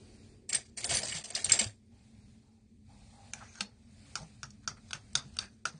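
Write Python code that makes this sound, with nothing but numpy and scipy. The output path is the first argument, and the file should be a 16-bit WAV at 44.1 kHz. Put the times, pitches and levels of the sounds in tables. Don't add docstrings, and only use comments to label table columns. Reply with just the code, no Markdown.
import sys
import numpy as np
from scipy import signal
from scipy.fft import rfft, irfft, next_fast_len
from scipy.io import wavfile
from scipy.ndimage import uniform_filter1d, map_coordinates

SR = 44100
rng = np.random.default_rng(int(sys.argv[2]) if len(sys.argv) > 2 else 0)


def volts_from_db(level):
    exponent = np.asarray(level, float) / 20
    return 10 ** exponent


def master_out(mix):
    frames = np.transpose(np.atleast_2d(mix))
    ceiling = np.clip(frames, -1, 1)
    pcm = np.round(ceiling * 32767).astype(np.int16)
    wavfile.write(sys.argv[1], SR, pcm)


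N = 255339
TIME_S = np.arange(N) / SR

STEEL_HZ = [2250, 3000, 3640, 4250, 4730, 5050, 6050, 7070, 7490, 7620, 8480, 8680, 9240]
# (time [s], level [dB], held [s], handles over blades [dB])
SLIDES = [(.497, -44, .025, -2), (0.529, -39.5, .003, 3), (.547, -34, 0.016, -1), (0.779, -37, 0.034, -8.5),
          (.836, -41, .003, -2), (0.851, -32.5, 0.016, -5.5), (0.897, -33, .01, -6.5),
          (0.911, -30, 0.02, -6.5), (.928, -31, .012, -5), (0.953, -30.5, 0.083, -5),
          (1.039, -35, 0.034, -9), (1.079, -38.5, 0.0036, -5), (1.097, -37, 0.0053, -7),
          (1.125, -38, 0.025, -2.5), (1.151, -38, 0.057, -1), (1.246, -43.5, 0.049, -10),
          (1.308, -41.5, 0.01, -7), (1.343, -50, .003, 7), (1.362, -36, 0.077, -5),
          (1.455, -34.5, 0.041, -7.5), (1.499, -32, 0.0043, -6.5), (1.513, -40.5, 0.0057, 9.5),
          (1.535, -31.5, 0.041, -4.5), (1.598, -30.5, 0.049, -6.5)]
# (time [s], squelch [dB], held [s], rub on glaze over squelch [dB])
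DRAG = [(3.35, -59.5, 0.203, -1.5), (3.624, -47.5, .003, -6), (4.172, -45, 0.0045, -4),
        (4.218, -62.5, 0.0044, 5), (4.447, -52.5, 0.0025, -4), (4.505, -75, 0.0032, 11),
        (4.691, -50, 0.023, -5.5), (4.773, -60.5, 0.0044, -5), (4.952, -46, .004, -6.5),
        (5.169, -43, .004, 0.2), (5.402, -50.5, 0.00295, 5.5), (5.422, -48.5, 0.017, -6.5),
        (5.67, -43, 0.0021, 0)]
# (last 20 dB of rise [s], sag while held [dB/s], release [dB/s],
#                 tail under peak [dB], tail fade [dB/s])
TRAY_SHAPE = (0.0082, 110, 370, 20.7, 230)
DRAG_SHAPE = (0.0099, 25, 500, 15, 118)


def unit(x):
    return x / np.sqrt(np.mean(x ** 2) + 1e-20)


def peak(x):
    return x / np.max(np.abs(x))


def along(points, hz):
    f, v = np.transpose(points)
    return np.interp(np.log(hz + 1), np.log(f + 1), v)


def wobble(rate_hz):
    knots = rng.standard_normal(int(N * rate_hz / SR) + 4)
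    return map_coordinates(knots, [np.arange(N) * rate_hz / SR])


def filtered(x, response):
    m = next_fast_len(len(x) + min(8192, len(x) // 3))
    return irfft(rfft(x, m) * response(np.fft.rfftfreq(m, 1 / SR)), m)[:len(x)]


def coloured(spectrum, grain_db=0):
    contacts = rng.standard_normal(N) * volts_from_db(grain_db * wobble(900))
    return unit(filtered(contacts, lambda hz: volts_from_db(along(spectrum, hz))))


def patchy(x, depth_db):
    z = signal.stft(x, nperseg=256)[2]
    field = uniform_filter1d(rng.standard_normal(z.shape), size=4, axis=0)
    field = uniform_filter1d(field, size=6, axis=1)
    return unit(signal.istft(z * volts_from_db(depth_db * unit(field)), nperseg=256)[1][:N])


def modes(table):
    def response(f):
        total = 0
        for k, (hz, width, db) in enumerate(table):
            damping = 1j * f * width
            total = total + (-1) ** k * volts_from_db(db) * damping / (hz * hz - f * f + damping)
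        return total
    return response


def struck(blow, table, edges_hz, peaks_db):
    total = 0
    for lo, hi, db in zip(edges_hz, edges_hz[1:], peaks_db):
        group = [(hz, width, level + rng.normal(0, 1.2)) for hz, width, level in table if lo < hz < hi]
        total = total + volts_from_db(db) * peak(filtered(blow, modes(group)))
    return total


def strokes(rows, shape, extra_db=0):
    rise_s, sag, release, tail_db, fade = shape
    s, db, held = np.transpose(rows)[:3, :, None]
    clock = np.arange(0, N / SR + .002, .001)
    u = clock - s
    body_db = -sag * np.minimum(u, held) - release * np.maximum(u - held, 0)
    shape_db = np.where(u < 0, -20 * (u / rise_s) ** 2, np.maximum(body_db, -tail_db - fade * u))
    level_db = db + np.reshape(extra_db, (-1, 1)) + shape_db
    return np.interp(TIME_S, clock, np.sqrt(np.sum(volts_from_db(level_db) ** 2, axis=0)))


def add(track, s, sound):
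    part = track[round(s * SR):][:len(sound)]
    part += sound[:len(part)]


def roomy(sound, wet_db):
    # (frequency [Hz], t60 [s])
    decay = [(300, 0.8), (1500, 0.095), (5000, 0.19), (10000, 0.095)]
    hz, t, z = signal.stft(rng.standard_normal(SR // 4), SR, nperseg=256)
    tail = signal.istft(z * volts_from_db(-60 * t / along(decay, hz)[:, None]), SR, nperseg=256)[1]
    late = np.pad(sound, (round(0.0027 * SR), 0))
    wet = volts_from_db(wet_db) * signal.fftconvolve(late, tail / np.linalg.norm(tail))
    add(wet, 0, sound)
    return wet


def effort():
    spoon_load_db, smooth_s = 9.5, 0.058
    work = strokes(SLIDES, TRAY_SHAPE) ** 2 + (volts_from_db(spoon_load_db) * strokes(DRAG, DRAG_SHAPE)) ** 2
    return np.sqrt(np.abs(uniform_filter1d(work, round(smooth_s * SR))))


def kitchen():
    # (frequency [Hz], density [dB/Hz])
    drone_spectrum = [(12, -52.5), (20, -24.5), (43, -6.5), (97, -0.5), (129, -4), (165, -18), (206, -2),
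                      (226, -10.5), (239, -3), (248, -19), (285, -9.5), (302, -42), (320, -36), (420, -54),
                      (700, -120)]
    # (frequency [Hz], density [dB/Hz])
    air_spectrum = [(150, -40.5), (250, -4.5), (398, 4), (763, -24.5), (899, -22), (1200, -34.5),
                    (1560, -75.5), (2640, -120)]
    # (frequency [Hz], density [dB/Hz])
    hiss_spectrum = [(290, -41.5), (500, -10), (763, -8), (897, -16), (1340, -17), (1890, -13.5),
                     (2520, -10), (2850, -16.5), (4580, -10.5), (5380, -15.5), (9770, -14.5), (12700, -49),
                     (21500, -120)]
    # (time [s], level [dB])
    gate_points = [(0.0, -69.5), (.3, -71.5), (.48, -86), (1.9, -83.5), (1.95, -77), (2.3, -75.5),
                   (2.6, -85), (2.84, -85), (2.91, -73), (3.4, -67), (3.65, -84.5), (4.1, -66),
                   (4.52, -76.5), (4.72, -81.5), (4.85, -72), (5.35, -72), (5.46, -78), (5.79, -88.5)]
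    drone_db, drone_gate_share, shake_db = -59, 0.33, -17.5
    air_db, draft_db, draft_fade_db_s, stirred_db = -78, -65, 12, -29.5
    gate_s, gate_db = np.transpose(gate_points)
    gate, work = volts_from_db(np.interp(TIME_S, gate_s, gate_db)), effort()
    drone = np.hypot(volts_from_db(drone_db) * (gate / gate.mean()) ** drone_gate_share, volts_from_db(shake_db) * work)
    hum = drone * volts_from_db(1.5 * wobble(6)) * volts_from_db(-0.5) * coloured(drone_spectrum)
    phase = 2 * np.pi * 222 * TIME_S + 1.1 * wobble(16)
    compressor = volts_from_db(-64 + 2.5 * wobble(15)) * np.sin(phase)
    air_gain = volts_from_db(air_db) + volts_from_db(draft_db - draft_fade_db_s * TIME_S) + volts_from_db(stirred_db) * work
    air = air_gain * volts_from_db(0.82 * wobble(9.4) - 0.4) * coloured(air_spectrum)
    hiss = gate * volts_from_db(5.0) * patchy(coloured(hiss_spectrum), depth_db=1.5)
    return hum + compressor + air + hiss


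def steel_modes():
    # (level [dB], t60 [s])
    steel_levels = [(-6, 0.042), (-6, 0.045), (-12, 0.063), (-2.5, 0.027), (0.5, 0.035), (-0.5, 0.023),
                    (-10, 0.027), (-19, 0.02), (4, 0.04), (2.5, 0.053), (-0.5, 0.02003), (-5, 0.012),
                    (-29, 0.078)]
    return [(hz, np.log(1000) / (np.pi * t60), db) for hz, (db, t60) in zip(STEEL_HZ, steel_levels)]


def clashes():
    # (time [s], tip modes peak [dB], low modes [dB], middle modes [dB], blade mode [dB])
    clash_rows = [(0.4902, -29, -16, -12, -4), (0.4966, -32, -10, -7.5, 0.5), (0.529, -26.5, -14, 0.5, 3),
                  (0.5442, -19, -17.5, -7.5, -11.5), (0.7732, -35.5, -10, -9.5, -7),
                  (0.842, -26, -6, 1, -25), (0.892, -31, -4, -1.5, -14), (0.9436, -32, -13, 8, -10),
                  (1.0315, -33, -4, 7.5, -9.5), (1.086, -35, 1, -11, -24), (1.121, -34, 4, -12.5, -9),
                  (1.2381, -43.5, -2.5, -2.5, -6), (1.302, -32.5, -11.5, -11, -6),
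                  (1.3493, -26, -14.5, 4.5, -6), (1.4425, -16, -23, -7.5, -17),
                  (1.5184, -20, -12.5, 5, 12.5), (1.5888, -19.5, -4, -3, -0.5), (1.494, -29, 3.5, -2, -3.5),
                  (0.7782, -36, -7, -5, -6), (0.9069, -39, 2, 7, -4), (1.052, -40, -1, 3, 8),
                  (1.255, -48, 4, 8, -2), (1.092, -36.5, -1, 0.5, -6)]
    # (blade [Hz], upper middle modes [dB], rattle rise [s], rattle t60 [s])
    contact_rows = [(7660, -15, .002, 0.018), (7530, -12, .001, .025), (7440, -2, .001, 0.018),
                    (7700, -10, .005, .045), (7530, -9, .002, .02), (7500, -2.5, .001, .016),
                    (7540, -4, .002, .02), (7500, 7, .003, .03), (7500, -2, 0.00092, 0.0094),
                    (7500, -10, .002, 0.022), (7500, -12, .001, .02), (7770, -5, .001, .02),
                    (7600, -11, .0015, .02), (7500, -1.5, 0.0012, .02), (7500, -14, .001, .014),
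                    (7503, -4.5, .0015, .018), (7610, -8, 0.0026, .045), (7600, -3, .0007, .025),
                    (7500, -8, .002, .02), (7500, -3, .001, .016), (7450, -8, .002, .016),
                    (7500, -2, .002, .02), (7400, -9, .002, .02)]
    edges_hz = [1200, 3300, 5500, 6800, 7950, 10500]
    ring_share = 0.83
    steel = steel_modes()
    blunt = [(hz, 900, 0) for hz in STEEL_HZ]
    out, t = np.zeros(N), np.arange(SR // 8) / SR
    for (s, db, low_db, middle_db, blade_db), contact in zip(clash_rows, contact_rows):
        blade_hz, upper_db, rise_s, t60 = contact
        rattle = rng.standard_normal(len(t)) * volts_from_db(-60 * t / t60) * (1 - np.exp(-t / rise_s))
        peaks_db = [db + low_db + 0.069, db + middle_db + 0.11, db + upper_db, db + blade_db + .1, db + .1]
        free = steel[:8] + [(blade_hz, *steel[8][1:])] + steel[10:]
        ring = struck(rattle, free, edges_hz, peaks_db)
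        crack = struck(rattle, blunt, edges_hz, peaks_db)
        add(out, s, roomy(ring_share * ring + (1 - ring_share) * crack, wet_db=-10.5))
    return out


def sliding():
    # (frequency [Hz], density [dB/Hz])
    scrape_spectrum = [(1760, -37.5), (3000, -5.5), (4350, 0), (4870, -1.5), (6550, -0.5), (8940, -1),
                       (9580, -7.5), (9770, -23), (12700, -47.5), (21500, -120)]
    # (frequency [Hz], density [dB/Hz])
    handle_spectrum = [(710, -33), (1200, -8.5), (1310, -12.5), (1830, 1.5), (1970, -1.5), (3500, -2.5),
                       (4550, -35.5), (7700, -120)]
    # (frequency [Hz], density [dB/Hz])
    tray_spectrum = [(180, -37.5), (300, -11.5), (474, -5), (691, 1.5), (1000, -10), (1500, -15),
                     (1950, -36.5), (3300, -120)]
    # (time [s], level [dB], held [s], handles over blades [dB])
    settle_rows = [
        (.59, -53.5, 0.39, -6.5),
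        (1.672, -55, 0.06, -3.5),
    ]
    slide_shape = (0.011, 150, 550, 36, 200)
    settle_shape = (.02, 154, 390, 40, 300)
    settling = strokes(settle_rows, settle_shape)
    blade_gain = strokes(SLIDES, slide_shape) + settling
    handle_gain = strokes(SLIDES, slide_shape, np.transpose(SLIDES)[-1])
    handle_gain += strokes(settle_rows, settle_shape, np.transpose(settle_rows)[-1])
    tray_gain = volts_from_db(-13) * (strokes(SLIDES, TRAY_SHAPE) + volts_from_db(0.5) * settling)
    blades = blade_gain * patchy(coloured(scrape_spectrum, grain_db=3.5), depth_db=1.8)
    handles = handle_gain * patchy(coloured(handle_spectrum, grain_db=2.5), depth_db=2.2)
    rub = volts_from_db(1.8 * wobble(140)) * (blades + handles)
    ring = filtered(rub, modes(steel_modes()))
    rumble = patchy(coloured(tray_spectrum, grain_db=0.5), depth_db=1.5)
    tray = tray_gain * volts_from_db(2.5 * wobble(30) - 2.5) * rumble
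    return volts_from_db(-3.0) * rub + volts_from_db(0.5) * ring + tray


def thuds():
    # (time [s], peak [dB], pitch [Hz])
    thud_rows = [(0.553, -48, 137), (0.919, -37.5, 130), (1, -51, 148), (1.149, -40.5, 160.5),
                 (1.512, -37, 99.3), (1.609, -37.5, 220.4), (1.66, -34, 108.1), (3.613, -39.5, 204.2),
                 (4.159, -51, 145), (4.207, -42.5, 141.5), (4.228, -42, 166), (4.205, -47, 62),
                 (5.166, -47.5, 70.2), (5.33, -45.5, 85), (5.7, -52, 118), (4.433, -43, 137),
                 (4.678, -46.5, 152.4), (4.709, -45, 107.4), (4.94, -48, 147), (5.158, -38, 135),
                 (5.256, -43, 138.3), (5.662, -53.5, 151), (5.741, -42.5, 160)]
    out, t = np.zeros(N), np.arange(SR // 5) / SR
    for s, db, hz in thud_rows:
        phase = 2 * np.pi * hz * t * (1 - 0.38 * t)
        swell = volts_from_db(db + 2.0 - 60 * t / .15) * (1 - np.exp(-t / 0.0038))
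        overtone = volts_from_db(-6.5 - 60 * t / 0.033) * np.sin(2.7 * phase)
        add(out, s, swell * (np.sin(phase) + overtone))
    return out


def tines():
    # (time [s], level rms [dB], held [s])
    tine_rows = [
        (.795, -53, 0.0041),
        (.862, -39.5, .012),
        (.96, -34.5, 0.046),
    ]
    tine_shape = (0.027, 260, 900, 40, 900)
    phase = 2 * np.pi * STEEL_HZ[-1] * TIME_S + 1.5 * wobble(52)
    return strokes(tine_rows, tine_shape) * np.sqrt(2) * np.sin(phase)


def stirring():
    # (frequency [Hz], density [dB/Hz])
    sauce_spectrum = [(290, -55), (500, -9.5), (710, -7), (983, -9), (1610, -4.5), (2010, -8.5),
                      (3500, -14.5), (4550, -35.5), (7700, -120)]
    # (frequency [Hz], density [dB/Hz])
    glaze_spectrum = [(2500, -30), (3300, -10), (4300, -1), (5400, -5.5), (6300, 1), (7200, -10.5),
                      (8500, -5), (9800, -11.5), (12000, -120)]
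    # (frequency [Hz], density [dB/Hz])
    hand_spectrum = [(290, -31), (500, -8), (700, -11), (792, 4), (1020, -14.5), (1300, -17), (1690, -31),
                     (2860, -120)]
    # (time [s], level [dB], held [s])
    grip_rows = [(1.93, -75.5, 0.37), (2.44, -75.5, 0.18), (2.9, -66, .2), (3.05, -82, .1),
                 (3.14, -64.5, 0.048), (3.19, -61.5, 0.095), (3.35, -56.5, .004), (3.424, -55.5, .004),
                 (3.75, -81.5, 0.11), (4.058, -81, .02), (4.185, -55.5, 0.029)]
    sweep_rows = [
        (3.411, -66, 0.045, -30),
        (3.592, -56.5, 0.012, 1.5),
        (4.643, -70.5, .003, 1),
        (4.9, -73, .01, 14),
        (5.357, -69, 0.022, 4),
    ]
    grip_shape = (0.021, 46, 420, 20, 100)
    sweep_shape = (0.036, 30, 630, 30, 340)
    squelch = strokes(DRAG, DRAG_SHAPE) + strokes(sweep_rows, sweep_shape)
    rub_gain = strokes(DRAG, DRAG_SHAPE, np.transpose(DRAG)[-1])
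    rub_gain += strokes(sweep_rows, sweep_shape, np.transpose(sweep_rows)[-1])
    clumps = volts_from_db(1.5 * wobble(60) - 3.5)
    sauce = squelch * clumps * patchy(coloured(sauce_spectrum, grain_db=0.0), depth_db=-1)
    hand = strokes(grip_rows, grip_shape) * volts_from_db(-1.0) * coloured(hand_spectrum, grain_db=1.5)
    glaze = patchy(coloured(glaze_spectrum, grain_db=3.0), depth_db=2.5)
    return sauce + hand + rub_gain * volts_from_db(2.2 * wobble(44) - 1.5) * glaze


def knocks():
    # (time [s], peak [dB], bowl tone [dB], floor tone [dB], wall [dB])
    knock_rows = [(3.3341, -28.5, -12, -12, -6), (3.554, -46, -9, -11, -25), (3.606, -29, -8, -6, 4.5),
                  (4.1541, -24, -11, -18.5, -11.5), (4.4303, -29.5, -8.5, -20, -9),
                  (4.5046, -46, -28, -28, -17), (4.6749, -24.5, -7, -23, -10), (4.907, -44.5, -1, -7, 7.5),
                  (4.9305, -31, -6, -5.5, 4.5), (5.1307, -57, -20.5, -21.5, -7),
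                  (5.1521, -17.5, -13, -20, 1.5), (5.367, -39.5, -7.5, -11, -4),
                  (5.3868, -26, -11.5, -12.5, 4), (5.653, -25, .5, -13, -10), (4.163, -34, -11, -19, -9),
                  (4.439, -41, -6.5, -18, -10), (4.683, -36, -4, -18, -8), (4.954, -47.5, 1, -7, -3),
                  (5.159, -28.5, -11.5, -18.5, -3), (3.636, -49, -20, -25, -12), (4.217, -54, -25, -25, -8),
                  (5.424, -50, -3, -12, -6), (4.715, -52, 1.5, -14, -8)]
    # (upper wall [dB], upper rim [dB], edge [dB], chatter t60 [s], pitch ratio under sauce [1])
    landing_rows = [(-11, 3.5, -8.5, 0.017, 1.03), (-25, 2, -25, .03, 1.01), (4.5, -2.5, 0.5, 0.042, 1.01),
                    (-7.5, -3, -14, 0.043, 1.007), (-9.5, -6, -15.5, 0.044, 1.01), (-11, 3, -7, 0.026, 1.2),
                    (-3.5, -1, -23, 0.036, 1.02), (4, -2, 0, 0.038, 1.025), (-3.5, 1.5, -4.5, .036, 1.01),
                    (-6, 2, 7, .03, 0.93), (-4, 1.5, -8.5, 0.029, 1.009), (-5, -2, 3, .025, 1.01),
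                    (5, -5, -2.5, 0.031, 1.01), (-8, -2, -10, 0.037, 1.02), (-8, -1, -16, .03, 1),
                    (-7, -1, -14, .03, 1.1), (-5, 1, -19, 0.025, 1.02), (-6, -3, -10, .02, 1),
                    (-2.5, 1.5, -13, 0.026, 1.01), (-6, 3, -10, .015, 1.01), (-2, .2, 1.5, .015, 1.01),
                    (-4, -3, -8, .015, 1.01), (-6, -4, -12, .015, 1.01)]
    # (frequency [Hz], width [Hz], level [dB])
    cup_modes = [(820, 810, -10), (1290, 150, 2.5), (1557, 226, -1), (2200, 250, 0.5), (2720, 760, 1.5),
                 (3570, 480, 1), (4020, 390, -4), (4530, 270, 4.5), (5240, 380, -16), (5605, 330, 6),
                 (5960, 210, 2.5), (6430, 350, 3), (7540, 430, -4.5), (8190, 520, -3), (9110, 400, -2.5),
                 (8810, 240, -1.5)]
    edges_hz = [0, 1000, 1950, 3100, 4300, 5000, 5800, 7100, 10500]
    belly_db = 2.5
    out, t = np.zeros(N), np.arange(SR // 10) / SR
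    since = t - .002
    blunt = [(hz, 0.17 * hz, 0) for hz, _, _ in cup_modes]
    for (s, db, bowl_db, floor_db, wall_db), landing in zip(knock_rows, landing_rows):
        upper_db, rim_db, edge_db, t60, ratio = landing
        loaded = [(hz * ratio, width, level) for hz, width, level in cup_modes]
        swell = np.where(since < 0, volts_from_db(-20 + 16000 * since), volts_from_db(-60 * since / t60))
        blow = .11 * rng.standard_normal(len(t)) * swell
        blow[np.argmax(since > 0)] += 1
        chatter = rng.standard_normal(len(t)) * swell ** 1.36
        peaks_db = db + np.array([(bowl_db + floor_db) / 2 + belly_db, bowl_db + 3.0, floor_db + 11.0,
                                  wall_db - 2.0, upper_db, -1.5, rim_db - 3.0, edge_db])
        ring = struck(blow, loaded, edges_hz, peaks_db)
        crack = volts_from_db(-9.5) * struck(chatter, blunt, edges_hz, peaks_db)
        add(out, s - .001, roomy(ring + crack, wet_db=-11.5))
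    return out


def squeaks():
    # (time [s], level [dB], held [s], frequency [Hz], width [Hz])
    squeak_rows = [(3.36, -62, 0.037, 1560, 250), (3.412, -54.5, 0.019, 1270, 600),
                   (3.49, -68, .045, 2420, 200), (3.45, -66, .025, 1900, 700), (3.44, -62, .1, 6300, 900),
                   (3.556, -60, .045, 1520, 300), (3.575, -62, .025, 6500, 600),
                   (4.636, -72, .015, 1400, 700), (4.774, -64, .008, 1330, 300),
                   (5.415, -52.5, .035, 1600, 500), (5.415, -54.5, .03, 2500, 600),
                   (4.218, -57.5, 0.017, 700, 500), (5.19, -55.5, .02, 1300, 700)]
    squeak_shape = (.012, 35, 550, 30, 300)
    out, span, lead_s = np.zeros(N), SR // 4, .03
    for s, db, held, hz, width in squeak_rows:
        ring = modes([(hz, width, 0)])
        noise = unit(filtered(rng.standard_normal(span), lambda f: ring(f) ** 2))
        add(out, s - lead_s, noise * strokes([(lead_s, db, held)], squeak_shape)[:span])
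    return out * volts_from_db(2.1 * wobble(50))


def scene():
    cutlery = clashes() + sliding() + tines()
    cup = stirring() + knocks() + squeaks()
    return (kitchen() + cutlery + thuds() + cup)[None]


def tiles(shape, high, long):
    coarse = rng.standard_normal((shape[0] // high + 1, shape[1] // long + 1))
    return np.kron(coarse, np.ones((high, long)))[:shape[0], :shape[1]]


def starved(x, rarity, depth_db):
    hz, t, z = signal.stft(x, SR, nperseg=512)
    high = hz > 1300
    treble = np.linalg.norm(z[high], axis=0)
    hollow = .7 * (np.abs(hz - 3200) < 450)[:, None]
    threshold = rarity + .3 - hollow + .6 * (treble < volts_from_db(-76))
    stripes = (tiles(z.shape, high=2, long=10) > threshold) & (treble < volts_from_db(-36))
    return signal.istft(z * volts_from_db(depth_db * (stripes & high[:, None])), SR, nperseg=512)[1][:N]


def chopped(x, depth_db):
    frame_samples, frame_offset = 1024, .7
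    hz, t, z = signal.stft(x, SR, nperseg=256, noverlap=192)
    level = uniform_filter1d(np.abs(z), size=5, axis=0)
    treble = np.linalg.norm(z[hz > 1300], axis=0)
    frame = np.floor(t * SR / frame_samples + 1 - frame_offset).astype(int)
    blow = np.bincount(frame, treble > volts_from_db(10) * np.roll(treble, 4)) > 1
    between = np.roll(blow, 1) & np.roll(blow, -1) & ~blow
    starts = np.flatnonzero(np.diff(frame, prepend=-1))
    top = np.maximum.reduceat(level, starts, axis=1)[:, frame]
    weak = blow[frame] & (level < volts_from_db(-9) * top) | between[frame]
    empty = weak & (tiles(z.shape, high=4, long=6) > .15) & (hz[:, None] > 1700)
    return signal.istft(z * volts_from_db(depth_db * empty), SR, nperseg=256, noverlap=192)[1][:N]


def low_pass(x):
    return signal.sosfilt(signal.butter(12, 9920, fs=SR, output="sos"), x)


def record(dry):
    top_hz = 9720
    band = filtered(dry[0], lambda hz: 1 / (1 + (hz / top_hz) ** 150))
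    thin = chopped(starved(band, rarity=1.2, depth_db=-26), depth_db=-26)
    return low_pass(thin[None])


dry = scene()
out = record(dry)
master_out(out)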